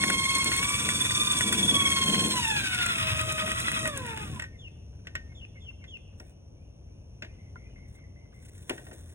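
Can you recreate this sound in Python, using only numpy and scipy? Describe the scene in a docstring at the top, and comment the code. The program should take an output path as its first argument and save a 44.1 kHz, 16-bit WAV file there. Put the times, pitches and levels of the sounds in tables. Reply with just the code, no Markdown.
"""Drill gears whine and grind at once, harder once per turn of the chuck, over duct rumble and background.
Whine: harmonics of the tooth rate. Bristle hiss, grinding, boom, rumble and background: shaped noise.
Grit: noise bursts and ringing modes on the duct wall. The drill slows and stops at 4.5 s.
Then the slack rod knocks and taps (bursts and modes), something rustles (noise grains),
and birds call (gliding sines with a weak octave, echoing off houses)."""
import sys
import numpy as np
from scipy import signal
from scipy.fft import rfft, irfft, next_fast_len
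from scipy.io import wavfile
from scipy.ndimage import uniform_filter1d

SR = 44100
rng = np.random.default_rng(int(sys.argv[2]) if len(sys.argv) > 2 else 0)


def unload_wav(signal):
    """Save mono or channel-first audio to the path in sys.argv[1] as 16-bit WAV at rate SR, clipped to [-1, 1]."""
    wavfile.write(
        sys.argv[1],
        SR,
        np.round(np.clip(np.atleast_2d(signal).T, -1, 1) * 32767).astype(np.int16),
    )


N = 403074
T = np.arange(N) / SR
SIZE = next_fast_len(N, True)
FREQS = np.fft.rfftfreq(SIZE, 1 / SR)


def undb(db):
    """Decibels to gain."""
    return 10 ** (np.asarray(db) / 20)


def unit(x):
    """Scale to rms 1."""
    return x / np.sqrt(np.mean(x ** 2))


def curves(table):
    """Each column of a timed table, joined by straight lines."""
    s, *columns = np.transpose(table)
    return [np.interp(T, s, column) for column in columns]


def ramp(start_s, length_s):
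    """Rise from 0 to 1."""
    return np.clip((T - start_s) / length_s, 0, 1)


def spectrum(points):
    """Gain per frequency from (frequency [Hz], level [dB]) points."""
    hz, db = np.transpose(points)
    return undb(np.interp(np.log(FREQS + 1), np.log(hz), db))


def colour(x, points):
    """Filter to a spectrum with a causal, minimum-phase response."""
    cepstrum = irfft(np.log(spectrum(points)), SIZE)
    cepstrum[1:SIZE // 2] *= 2
    cepstrum[SIZE // 2 + 1:] = 0
    response = np.exp(rfft(cepstrum))
    return irfft(rfft(x, SIZE) * response, SIZE)[:N]


def noise(points):
    """Smooth noise of a given spectrum, rms 1."""
    return unit(colour(rng.standard_normal(N), points))


def walk(rate_hz):
    """Random wandering at rate_hz changes a second, rms 1."""
    knots = rng.standard_normal(N // 4)
    return unit(np.interp(T * rate_hz, np.arange(len(knots)), knots))


def grains(rate_hz, spread_db):
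    """Tiny impacts of unequal size at random times, rms 1."""
    sizes = undb(spread_db * np.minimum(rng.exponential(size=N), 4))
    hits = rng.random(N) < rate_hz / SR
    return unit(hits * sizes * rng.standard_normal(N))


def bursts(times, dbs, t60, tail_db, tail_t60):
    """Noise bursts with a fast rise, each with a weak, longer tail of reflections."""
    envelope = np.zeros(N)
    age = T[:SR // 2]
    decay = undb(-60 * age / t60) + undb(tail_db - 60 * age / tail_t60)
    shape = decay * (1 - np.exp(-age / 0.00078))
    for s, db in zip(times, dbs):
        part = envelope[int(s * SR):][:len(age)]
        part += undb(db) * shape[:len(part)]
    return envelope * rng.standard_normal(N)


def ring(times, dbs, modes):
    """Blows on decaying modes; each blow lands on a slightly different spot."""
    hz, db, t60 = np.transpose(modes)[:, :, None]
    out, age = np.zeros(N), T[:SR // 2]
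    shapes = undb(db - 60 * age / t60) * np.sin(2 * np.pi * hz * age)
    spots_db = rng.standard_normal((len(times), len(modes)))
    for s, blow_db, spot_db in zip(times, dbs, spots_db):
        part = out[int(s * SR):][:len(age)]
        part += (undb(blow_db + spot_db) @ shapes)[:len(part)]
    return out


def resonate(x, peaks):
    """Lift a signal at fixed resonances, rms 1."""
    response = 1 + sum((undb(db) - 1) / (1 + 2j * (FREQS - hz) / width) for hz, width, db in peaks)
    return unit(irfft(rfft(x, SIZE) * response, SIZE)[:N])


def throb(turns, depth_db):
    """The bent rod loads the gears once a turn, unevenly; mean power stays near 1."""
    load = np.cos(2 * np.pi * turns) + .42 * walk(35)
    gain = undb(depth_db * load)
    return gain / np.sqrt(uniform_filter1d(gain ** 2, size=SR // 5))


# drill speed before the swing within each turn: (time [s], tooth rate [Hz])
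SPEED = [(0, 1080), (.57, 1079), (.65, 1137), (1.04, 1172), (1.27, 1190), (1.4, 1152), (1.72, 1135),
         (2.06, 1066), (2.3, 1061), (2.51, 867), (2.7, 743), (3.06, 634.4), (3.48, 629), (3.66, 666.5),
         (3.87, 627.3), (4.07, 467.4), (4.25, 413), (4.46, 273)]
FULL_SPEED_HZ = 1130
RELEASE_S, RELEASE_LENGTH_S = 3.88, .04  # trigger let go
HISS_DB, HISS_DB_PER_OCTAVE, HISS_DROP_DB = -35.5, 7.5, 7  # at full speed; per octave of speed; on release


def effort():
    """What the trigger sets: (tooth rate [Hz], octaves from full speed, coasting [0-1], hiss [dB])."""
    hz, = curves(SPEED)
    octaves = np.log2(hz / FULL_SPEED_HZ)
    coasting = ramp(RELEASE_S, RELEASE_LENGTH_S)
    hiss_db = HISS_DB + HISS_DB_PER_OCTAVE * octaves - HISS_DROP_DB * coasting
    return hz, octaves, coasting, hiss_db


# rod winds up and lags behind the chuck: (time [s], lag [turns])
TWIST = [(0, 0.5), (.45, 0.3), (.9, 0.28), (1.2, 0.14), (1.55, 0.27), (1.82, 0.29), (2.2, 0.19), (2.6, .2),
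         (2.95, 0.15), (3.3, 0.21), (3.75, .13)]
TEETH_PER_TURN = 61.4
SAG, BACKLASH = 0.0066, .003  # speed swing once a turn; random, per walk; shares of speed


def rotation(hz):
    """Rod turns and tooth phase [rad]: the motor sags under the rod, backlash shakes the teeth."""
    twist, = curves(TWIST)
    turns = np.cumsum(hz) / SR / TEETH_PER_TURN - twist
    sag = -SAG * np.sin(2 * np.pi * turns) + BACKLASH * (walk(60) + walk(500))
    mesh = 2 * np.pi * np.cumsum(hz * (1 + sag)) / SR
    return turns, mesh


def tooth_line(order, mesh, coasting, rough, smear_rad=0):
    """Sine at a multiple of the tooth rate, strength and phase wandering; steadier when coasting."""
    strain = 1 - .15 * coasting
    tone = np.sin(order * mesh + strain * smear_rad * walk(260))
    return np.sqrt(2 / (1 + rough ** 2)) * tone * (1 + strain * rough * walk(220))


# harmonics 1-4: (base level at full speed [dB], slope [dB per octave of speed], roughness [ratio])
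HARMONICS = [(-40, 1.5, 0.29), (-33, 4.5, 0.49), (-34, 9, 0.48), (-51.5, 4.5, 0.26)]
# level shift of harmonic 1 over time: (time [s], level [dB])
FIRST_SHIFT = [(0, -1.5), (.55, -0.5), (1.05, -5.5), (1.3, 2.5), (1.66, -15), (1.78, 3), (2.2, -3),
               (2.85, 2.5), (3.1, 0), (3.45, 2), (3.7, -5.5), (3.87, 5.5), (4.05, 0)]
# level shifts of harmonics 2 and 3 over time: (time [s], second [dB], third [dB])
UPPER_SHIFT = [(0, 4.5, -8.5), (.3, 7.5, -3.5), (.8, 2.5, -13.5), (1.05, -1, -4.5), (1.3, -4, -2.5),
               (1.5, 1.5, -9), (1.7, -6, 3), (1.85, 10, 0), (2.2, -7, 3.5), (2.33, -6, -7.5),
               (2.52, -1, 1.5), (2.66, -1, 4), (2.85, 3.5, 0), (3.1, -1, -7), (3.7, 1, 2), (4.05, -1.5, 5),
               (4.35, 7.5, 14)]
# how strongly the drill radiates a tone: (frequency [Hz], level [dB])
RADIATION = [(330, -19), (440, 2.5), (560, 1), (632, 0), (665, -10), (770, -13), (850, 1.5), (990, 6.5),
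             (1075, 2), (1160, 1.5), (1270, -2.5), (1450, 0.5), (1900, -0.5), (2160, -3.5), (2330, -5.5),
             (2550, 5.5), (3150, 3.5), (3390, 8.5), (3570, 9.5), (3850, 10), (4300, 16), (4520, -8.5)]
# weak smeared gearbox lines: (multiple of tooth rate [ratio])
OVERTONES = [1.7, 3.25, 3.65, 4, 5, 6, 7.9, 8.05]
# relative level of each overtone: (level [dB])
OVERTONE_LEVELS = [-9, -4, -7.5, 1.5, 1.5, -1, -8.5, -11.5]
# gear housing and rod resonances: (frequency [Hz], width [Hz], lift [dB])
HOUSING = [(1086, 15, 4.5), (1350, 16, 14), (1540, 24, 0.5), (1886, 21, 13.5), (2540, 90, 7.5),
           (3502, 75, 11.5), (8800, 590, 8.5)]
# high singing of motor and gears: (multiple of tooth rate [ratio], relative level [dB])
SINGING = [(6, -9), (7.17, 0), (8, -2)]
# casing resonances: (frequency [Hz], width [Hz], lift [dB])
CASING = [(7050, 300, 7), (8330, 330, 17), (8650, 200, 10)]
# level at full speed, slope with speed
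OVERTONE_DB, OVERTONE_DB_PER_OCTAVE = -37, -0.5
SINGING_DB, SINGING_DB_PER_OCTAVE = -45, 10
SIDEBAND_ORDER, SIDEBAND_DB, SIDEBAND_DB_PER_OCTAVE = 7 / 8, -48.5, 48  # just under the tooth rate
HARMONIC_SMEAR_RAD, OVERTONE_SMEAR_RAD, SINGING_SMEAR_RAD = .045, 1.3, .8  # harmonics: times order squared
THROB_DB, SECOND_THROB_DB, THIRD_DIP = 2.5, 2.4, .85  # once a turn; dip is a 0-1 depth
WHINE_DROP_DB, WHINE_RECOVERY_DB_PER_S = 8, 2.5  # drop on release, slowly shrinking
UNMESH_S, UNMESH_DB = 4.15, 22  # final fade of the whine, complete at the stop
STOP_S, STOP_LENGTH_S = 4.5, .13


def gear_whine(hz, octaves, coasting, turns, mesh):
    """Meshing teeth sound the tooth rate, its harmonics and off-harmonic lines, lifted by resonances."""
    load = throb(turns, THROB_DB)
    radiation_hz, radiation_db = np.transpose(RADIATION)
    release_drop_db = coasting * (WHINE_DROP_DB - WHINE_RECOVERY_DB_PER_S * (T - RELEASE_S))

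    def driven(db, slope_db):
        """Gain that follows speed and drops on release."""
        return undb(db + slope_db * octaves - release_drop_db)

    harmonics = []
    for order, (db, slope_db, rough) in enumerate(HARMONICS, 1):
        line = tooth_line(order, mesh, coasting, rough, HARMONIC_SMEAR_RAD * order ** 2)
        radiated = undb(np.interp(order * hz, radiation_hz, radiation_db))
        harmonics.append(line * driven(db, slope_db) * radiated)
    first, second, third, fourth = harmonics

    first_db, = curves(FIRST_SHIFT)
    second_db, third_db = curves(UPPER_SHIFT)
    whine = first * undb(first_db + 1.4 * walk(25) + 1.0 * walk(76))
    whine += second * undb(second_db) * throb(turns, SECOND_THROB_DB)
    whine += third * undb(third_db) * unit(1 - THIRD_DIP * np.sin(np.pi * turns) ** 4)
    whine += fourth * load

    sideband = tooth_line(SIDEBAND_ORDER, mesh, coasting, rough=0.65)
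    whine += driven(SIDEBAND_DB, SIDEBAND_DB_PER_OCTAVE) * sideband
    overtones = sum(undb(db) * tooth_line(order, mesh, coasting, .88, OVERTONE_SMEAR_RAD)
                    for order, db in zip(OVERTONES, OVERTONE_LEVELS))
    whine += driven(OVERTONE_DB, OVERTONE_DB_PER_OCTAVE) * resonate(overtones, HOUSING) * load
    singing = sum(undb(db) * tooth_line(order, mesh, coasting, .8, SINGING_SMEAR_RAD)
                  for order, db in SINGING)
    whine += driven(SINGING_DB, SINGING_DB_PER_OCTAVE) * resonate(singing, CASING) * load
    return whine * undb(-UNMESH_DB * ramp(UNMESH_S, STOP_S - UNMESH_S))


# grinding as the rod binds: (time [s], level [dB])
GRINDING = [(0, -38), (.3, -41.5), (.5, -34.5), (.8, -36), (1.7, -36), (2.3, -35.5), (2.45, -35),
            (3.1, -30.5), (3.27, -37), (3.78, -36), (3.87, -48), (3.92, -44), (4.22, -44.5), (4.4, -52)]
# once-a-turn swing of the grinding: (time [s], depth [dB])
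SWING = [(0, 3.5), (.55, 2), (2.9, 2), (3.35, 5.5), (3.65, 2.5), (3.9, 4), (4.05, 1.5)]
# grinding spectrum before the housing: (frequency [Hz], relative level [dB per Hz])
GRIND = [(400, -22), (750, -14), (950, -4), (1200, -11), (1450, 1), (1900, -4), (2200, 2), (2600, 4),
         (3000, 3.5), (3500, -2), (3900, -0.5), (4400, -20), (5000, -4.5), (7000, -18)]
CHATTER_DB, CHATTER_S = -2.5, .002  # relative to the fine grinding; decay constant


def grinding(mesh, turns):
    """Fine grinding of teeth and coarse chatter of the rod, noise surging once a turn."""
    fine = grains(rate_hz=5900, spread_db=3.5) * (1 + 0.087 * np.cos(mesh))
    decay = np.exp(-T[:SR // 20] / CHATTER_S)
    power = signal.fftconvolve(grains(rate_hz=260, spread_db=2.5) ** 2, decay)[:N].clip(0)
    chatter = unit(power ** .5 * rng.standard_normal(N))
    ground = resonate(colour(fine + undb(CHATTER_DB) * chatter, GRIND), HOUSING)
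    level_db, = curves(GRINDING)
    swing_db, = curves(SWING)
    return undb(level_db) * ground * throb(turns, swing_db)


# bristle spectrum: (frequency [Hz], relative level [dB per Hz])
HISS = [(3500, -17), (5000, -21.5), (5600, 1.5), (6500, 0), (7300, -2), (8600, 3), (10000, -0.5),
        (11500, -1.5), (13000, -11), (14500, -11.5), (15500, -25)]
HISS_THROB_DB = 1.5


def bristles(hiss_db, turns):
    """Scraping bristles: smooth noise plus grains, louder with speed, throbbing once a turn."""
    coarse = unit(colour(grains(rate_hz=1400, spread_db=5.0), HISS))
    hiss = 0.79 * noise(HISS) + 0.51 * coarse
    return undb(hiss_db) * hiss * throb(turns, HISS_THROB_DB)


# duct boom spectrum: (frequency [Hz], relative level [dB per Hz])
BOOM = [(25, -49), (45, -24.5), (70, 0.5), (100, 10.5), (130, 7), (170, 0), (260, -47.5)]
# rod rumble spectrum: (frequency [Hz], relative level [dB per Hz])
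RUMBLE = [(40, -45.5), (100, -27.5), (160, -3), (205, 0), (280, -3.5), (400, -10), (600, -16.5), (800, -14),
          (1200, -51.5)]
# rod whips, shaking the duct: (peak time [s], length [s], boom lift [dB], rumble lift [dB])
WHIPS = [(0.1, 0.21, -4, 7), (1.135, 0.14, 5.5, -3.5), (1.66, 0.74, 4, 8), (2.193, 0.5, -0.5, 11),
         (3.155, 0.4, 7, -0.5), (3.553, 0.094, 1, -5.5), (4.32, 0.092, 3, 4.5)]
BOOM_DB = -42  # between whips
RUMBLE_DB, RUMBLE_DB_PER_OCTAVE = -42, 4.5  # at full speed, between whips


def duct(octaves):
    """The duct booms, the rod rumbles more with speed; each whip shifts both levels."""
    boom_db = BOOM_DB
    rumble_db = RUMBLE_DB + RUMBLE_DB_PER_OCTAVE * octaves
    for s, length_s, boom_lift_db, rumble_lift_db in WHIPS:
        swell = np.sin(np.pi * ramp(s - length_s / 2, length_s))
        boom_db = boom_db + boom_lift_db * swell
        rumble_db = rumble_db + rumble_lift_db * swell
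    boom = undb(boom_db) * noise(BOOM)
    rumble = undb(rumble_db) * noise(RUMBLE) * undb(2 * walk(25))
    return boom + rumble


def drill():
    """Gears, bristles and duct share one rotation and fade out at the stop: (whine, noises)."""
    hz, octaves, coasting, hiss_db = effort()
    turns, mesh = rotation(hz)
    whine = gear_whine(hz, octaves, coasting, turns, mesh)
    noises = grinding(mesh, turns) + bristles(hiss_db, turns) + duct(octaves)
    running = 1 - ramp(STOP_S - STOP_LENGTH_S, STOP_LENGTH_S)
    return running * whine, running * noises


# background spectrum: (frequency [Hz], relative level [dB per Hz])
BACKGROUND = [(25, -34.5), (45, -2.5), (90, 1.5), (170, -11.5), (330, -23), (650, -27.5), (1100, -49),
              (1900, -46), (2700, -35), (4500, -53.5), (5900, -32.5), (7400, -60.5), (9700, -47),
              (12500, -63)]
BACKGROUND_DB = -47


def background():
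    """Low rumble as of far traffic, faint hiss bands near 2.7, 5.9 and 9.7 kHz; level slowly wandering."""
    return undb(BACKGROUND_DB + 1.2 * walk(2.7)) * noise(BACKGROUND)


def air():
    """Faint low noise, independent in each channel."""
    points = [(60, -4.0), (250, 6.5), (600, 0.5), (1200, -14.0), (3000, -50.0), (12000, -60.0)]
    return undb(-61.5) * np.array([noise(points) for _ in range(2)])


CRUMB_CLACK_DB, CRUMB_TICK_DB, CRUMB_SPREAD_DB = 6.5, 13, 10  # first two relative to the hiss


def crumbs(count):
    """Small bits at random times before release, levels scattered about the hiss: rows like GRIT."""
    s = RELEASE_S * rng.random(count)
    hiss_db = effort()[-1]
    clack_db, tick_db = np.interp(s, T, hiss_db) + CRUMB_SPREAD_DB * rng.standard_normal((2, count))
    return np.column_stack([s, clack_db + CRUMB_CLACK_DB, tick_db + CRUMB_TICK_DB])


# larger grit flicked by the brush, and the loudest clacks where the rod strikes the duct: (time [s], clack [dB
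# before trim], tick [dB])
GRIT = [(.0378, -10.5, -21), (.076, -28, -25), (.1003, -10, -17), (.383, -37, -15), (.443, -36.5, -13.5),
        (.517, -14.5, -26), (.564, -23, -15.5), (.629, -27, -26), (.723, -29, -28), (.889, -11.5, -17),
        (1.013, -22, -17), (1.051, -20, -32), (1.107, -19, -26), (1.408, -10, -16.5), (1.475, -36.5, -23),
        (1.753, -42, -16), (2.145, -12, -20), (2.619, -28.5, -36), (2.745, -27, -18.5), (2.812, -21, -34),
        (2.862, -16, -18), (3.212, -18, -20), (3.323, -32, -16.5), (3.381, -17, -41), (3.478, -18, -37),
        (3.516, -18, -19.5), (3.601, -23, -19), (3.682, -13.5, -32), (3.716, -17.5, -20),
        (3.856, -14.5, -36), (3.875, -18, -18), (3.974, -34, -19.5), (4.064, -37, -28), (4.174, -23, -31.5)]
# short modes of the duct wall: (frequency [Hz], relative level [dB], t60 [s])
CLACK = [(1480, -9, .018), (1920, 0, .019), (2500, -15, .01), (8400, -12, .006)]
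# crack spectrum: (frequency [Hz], level [dB])
CRACK = [(300, -17), (1000, -12.5), (1800, 2.5), (2700, 3), (4200, -12), (6000, -14), (9000, -34.5),
         (15000, -31)]
# tick spectrum: (frequency [Hz], level [dB])
TICK = [(1500, -30), (4000, -15), (8000, 2), (11000, -1.5), (15500, -12.5)]


def grit():
    """Mortar and lint, and at times the rod itself, clack on the duct wall (modes, noise) and tick on the rod
    (short bursts)."""
    s, clack_db, tick_db = np.vstack([GRIT, crumbs(count=5)]).T
    modes = ring(s, clack_db - 4.5, CLACK)
    cracks = colour(bursts(s, clack_db - 4, t60=0.05, tail_db=-30.0, tail_t60=0.28), CRACK)
    ticks = colour(bursts(s, tick_db, t60=0.018, tail_db=-21.5, tail_t60=.05), TICK)
    return modes + cracks + ticks


# slack rod, levels before trims:
# (time [s], crack [dB], metal ring [dB], thud [dB], tick [dB], tock on brick [dB])
KNOCKS = [(4.396, -22, -38, -50, -29, -39), (4.422, -32.5, -33.5, -41, -31, -47),
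          (4.439, -34, -42, -43, -46, -47), (5.07, -27.5, -44, -37, -42, -60),
          (5.153, -20, -32, -34, -31, -57), (5.84, -38, -56, -43, -70, -64),
          (6.201, -41.5, -55, -29, -39, -44), (7.222, -23, -52, -26, -48, -62),
          (7.246, -39, -55, -38.5, -64, -59), (7.558, -65, -81, -41, -73, -31.5),
          (8.579, -65.5, -61, -61, -38, -71), (8.695, -15, -41.5, -14.5, -19, -28),
          (8.706, -51, -42, -20, -36, -32), (8.779, -37, -45, -32, -50, -60),
          (8.867, -41, -52.5, -30, -53, -47), (8.913, -41, -50, -26.5, -52, -42)]
# metal coupling modes: (frequency [Hz], relative level [dB], t60 [s])
METAL = [(1520, 4.5, 0.14), (1830, 4.5, 0.31), (1874, 16, 0.092), (2623, 13, 0.04), (3120, -25, 0.097),
         (5660, 4.5, 0.054), (7500, 3, 0.04)]
# brick rim modes: (frequency [Hz], relative level [dB], t60 [s])
RIM = [(1020, -14.5, 0.037), (1384, -7, 0.052), (1430, -12.5, 0.045), (1658, -37, 0.031)]
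# thud spectrum: (frequency [Hz], level [dB])
THUD = [(80, -23), (200, -7), (330, -2), (420, -3.5), (520, -9), (680, -2), (900, -12.5), (1600, -55)]
# one thin ping: (frequency [Hz], relative level [dB], t60 [s])
PING = [(5600, 0, .025)]
# one hollow rebound: (frequency [Hz], relative level [dB], t60 [s])
THUMP = [(385, 0, .045), (650, -7, .03)]
PING_S, PING_DB = 6.199, -38
THUMP_S, THUMP_DB = 8.7065, -25


def knocks():
    """The rod drops on the rim: crack, tick and duct thud as noise; coupling and brick as modes."""
    s, crack_db, metal_db, thud_db, tick_db, tock_db = np.transpose(KNOCKS)
    crack = colour(bursts(s, crack_db - 0.5, t60=0.04, tail_db=-14, tail_t60=0.17), CRACK)
    crack += ring(s, crack_db - 19.5, CLACK)
    tick = colour(bursts(s, tick_db, t60=0.012, tail_db=-27, tail_t60=0.082), TICK)
    thud = colour(bursts(s, thud_db, t60=0.13, tail_db=-18.5, tail_t60=0.6), THUD)
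    metal = ring(s, metal_db - 14.5, METAL)
    tock = ring(s, tock_db - 1.5, RIM)
    ping = ring([PING_S], [PING_DB], PING)
    thump = ring([THUMP_S], [THUMP_DB], THUMP)
    return crack + tick + thud + metal + tock + ping + thump


# spells of faint tapping: (start [s], length [s], relative level [dB])
TAPPING = [(4.5, 1.8, -79), (7.25, 1.85, -79)]
# tap spectrum: (frequency [Hz], relative level [dB per Hz])
TAP = [(150, -34), (500, -9), (900, -6), (1400, -0.5), (1900, -6), (3000, -7), (8000, -32.5)]


def taps():
    """The slack rod taps faintly while moved: sparse short noise touches."""
    moving = sum(undb(db) * (ramp(s, .05) - ramp(s + length_s, .05)) for s, length_s, db in TAPPING)
    touches = uniform_filter1d(grains(rate_hz=16, spread_db=1.5), size=600) * rng.standard_normal(N)
    return moving * unit(colour(touches, TAP))


OCTAVE_DB_PER_OCTAVE = 45  # octave fades as pitch falls below the note's highest


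def bird(note, calls, waver, octave_db):
    """Whistled note, a gliding sine with a weak octave, repeated with unsteady pitch and strength."""
    age, hz, db = np.transpose(note)
    out, wobble = np.zeros(N), 1 + waver * walk(350)
    for s, call_db in calls:
        now = (T >= s) & (T < s + age[-1])
        pitch = np.interp(T[now] - s, age, hz) * wobble[now]
        phase = 2 * np.pi * np.cumsum(pitch) / SR
        octave = undb(octave_db + OCTAVE_DB_PER_OCTAVE * np.log2(pitch / hz.max()))
        gain = undb(call_db + np.interp(T[now] - s, age, db))
        out[now] += gain * (np.sin(phase) + octave * np.sin(2 * phase))
    return out * undb(2.5 * walk(120))


# slurred note: (time from call start [s], pitch before waver [Hz], relative level [dB])
SLUR = [(0, 2150, -24), (.015, 2202, -11), (.04, 2073, -8), (.05, 2210, -40), (.057, 3570, -23),
        (.068, 3430, -9.5), (.088, 3420, -5.5), (.105, 3090, -9), (.143, 2783, 4), (.16, 2630, 1)]
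# slurred calls: (time [s], relative level [dB])
SLURS = [(4.524, -45), (5.292, -46), (5.547, -44), (5.812, -43.5)]


def slurred_calls():
    """Calls that leap up, then slide down."""
    return bird(SLUR, SLURS, waver=0.024, octave_db=-15.5)


# light rubbing: (start [s], length [s], relative level [dB])
RUSTLES = [(6.167, 0.14, -68.5), (7.868, 0.088, -68), (8.324, 0.51, -67.5), (8.412, 0.46, -74),
           (8.661, 0.55, -60)]
# rustle spectrum: (frequency [Hz], relative level [dB per Hz])
RUSTLE = [(900, -1), (2000, 5), (2900, -11), (3600, 7.5), (4600, -15), (6000, 3), (7200, -4), (9000, 4.5),
          (12000, -3.5), (15000, -3)]
# brief rod scuffs: (peak time [s], level [dB])
SCUFFS = [(8.425, -63), (8.458, -53.5), (8.491, -54.5), (8.555, -59), (8.582, -62), (8.605, -65),
          (8.628, -55.5), (8.74, -55), (8.935, -53), (9.1, -59)]
# scuff spectrum: (frequency [Hz], relative level [dB per Hz])
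SCUFF = [(1000, -20), (2000, 5), (5000, -10), (7500, -2), (10500, 1), (12500, -20), (15000, -8)]
RUSTLE_ATTACK_S, RUSTLE_RELEASE_S, SCUFF_S = 0.017, 0.043, 0.032


def rustles():
    """Spells of rubbing grains that rise, hold and fade, plus brief noise scuffs of the rod."""
    spells = sum(undb(db) * (ramp(s, RUSTLE_ATTACK_S) - ramp(s + length_s, RUSTLE_RELEASE_S))
                 for s, length_s, db in RUSTLES)
    flicker = undb(1.8 * walk(40))
    rubbing = unit(colour(grains(rate_hz=2500, spread_db=1), RUSTLE))
    scuffs = sum(undb(db) * np.sin(np.pi * ramp(s - SCUFF_S / 2, SCUFF_S)) ** 2 for s, db in SCUFFS)
    return spells * flicker * rubbing + scuffs * noise(SCUFF)


# swooping note: (time from call start [s], pitch before waver [Hz], relative level [dB])
SWOOP = [(0, 2210, 4), (.015, 2290, -18), (.05, 2450, 2), (.07, 2700, -15), (.09, 2970, -2.5),
         (.125, 2620, -8), (.17, 2580, -26)]
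# swooping calls: (time [s], relative level [dB])
SWOOPS = [(6.23, -65), (6.57, -68), (6.889, -71), (7.25, -64), (7.62, -61)]
# piped note: (time from call start [s], pitch before waver [Hz], relative level [dB])
PIPE = [(0, 2048, 0), (.018, 2110, -3), (.05, 2173, -9), (.09, 2070, -5), (.125, 1963, -15)]
# piped calls: (time [s], relative level [dB])
PIPES = [(7.22, -62), (7.385, -59.5), (7.565, -55.5), (7.76, -55), (7.95, -55.5), (8.16, -59), (8.34, -58)]


def far_calls():
    """Faint calls: swoops that rise and fall, and lower piped notes."""
    swoops = bird(SWOOP, SWOOPS, waver=0.011, octave_db=-34)
    pipes = bird(PIPE, PIPES, waver=0.0344, octave_db=-44)
    return swoops + pipes


ECHO_S, ECHO_DB = .105, -18


def far_wall(x):
    """One distinct echo from a house across the yard."""
    return undb(ECHO_DB) * np.interp(T - ECHO_S, T, x, left=0)


def houses(x, wet_db, t60):
    """Scattered echoes from walls around: decaying noise, different in each channel."""
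    age = T[:SR]
    tail = rng.standard_normal((2, SR)) * undb(-60 * age / t60) * (age > .006)
    tail /= np.sqrt(np.sum(tail ** 2, axis=1, keepdims=True))
    return undb(wet_db) * signal.fftconvolve(x[None], tail, axes=1)[:, :N]


# stereo widening phase, negative where left lags right: (frequency [Hz], left minus right [rad])
WIDENING_PHASE = [(0, 0), (500, -.35), (650, -1.6), (750, -2.3), (850, -4), (950, -5.6), (1080, -6.7),
                  (1300, -8.7), (1400, -11.1), (1500, -12.7), (1650, -13.7), (1900, -14.7), (2150, -14.6),
                  (2500, -15.2), (3400, -14.9), (4500, -15.7), (8000, -18.8), (8900, -18.9), (12300, -21.9),
                  (14500, -22.3), (16000, -25)]
# stereo widening balance: (frequency [Hz], left minus right [dB])
WIDENING_TILT = [(40, 4), (120, 0.5), (300, 3.5), (450, 8.5), (650, -1), (750, 6.5), (950, -10),
                 (1080, 0.5), (1400, 0.5), (2150, 0), (2700, 4), (3450, -2.5), (5000, 0)]


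def widen(x):
    """Stereo widening: left lags right by a phase that varies with frequency; level balance varies too."""
    phase = np.interp(FREQS, *np.transpose(WIDENING_PHASE))
    tilt = spectrum(WIDENING_TILT)
    pair = np.array([tilt * np.exp(1j * phase), np.ones(len(FREQS))])
    pair = pair * np.sqrt(2 / (1 + tilt ** 2))  # constant total power
    return irfft(rfft(x, SIZE) * pair, SIZE)[:, :N]


def scene():
    """Drill and rod at the wall, birds and background beyond."""
    whine, scrape = drill()
    rod = knocks() + taps()
    slurs = slurred_calls()
    far_birds = far_calls()
    birds = slurs + far_birds
    # near wall: short tails
    echoes = houses(scrape, wet_db=-9, t60=.05) + houses(whine, wet_db=-11, t60=.04)
    echoes += houses(birds, wet_db=-11, t60=.12) + houses(birds, wet_db=-15, t60=.9)
    echoes += houses(far_wall(slurs), wet_db=0, t60=.25)
    echoes += houses(far_birds, wet_db=-5, t60=.4)
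    echoes += houses(rod, wet_db=-25.0, t60=1.0)
    direct = whine + scrape + background() + grit() + rod + rustles() + birds
    return widen(direct) + echoes + air()


TOP_HZ = 15800


def record(dry):
    """Steep elliptic low-pass cuts the top."""
    lowpass = signal.ellip(10, .2, 80, TOP_HZ, fs=SR, output="sos")
    return signal.sosfilt(lowpass, dry)


dry = scene()
out = record(dry)
unload_wav(out)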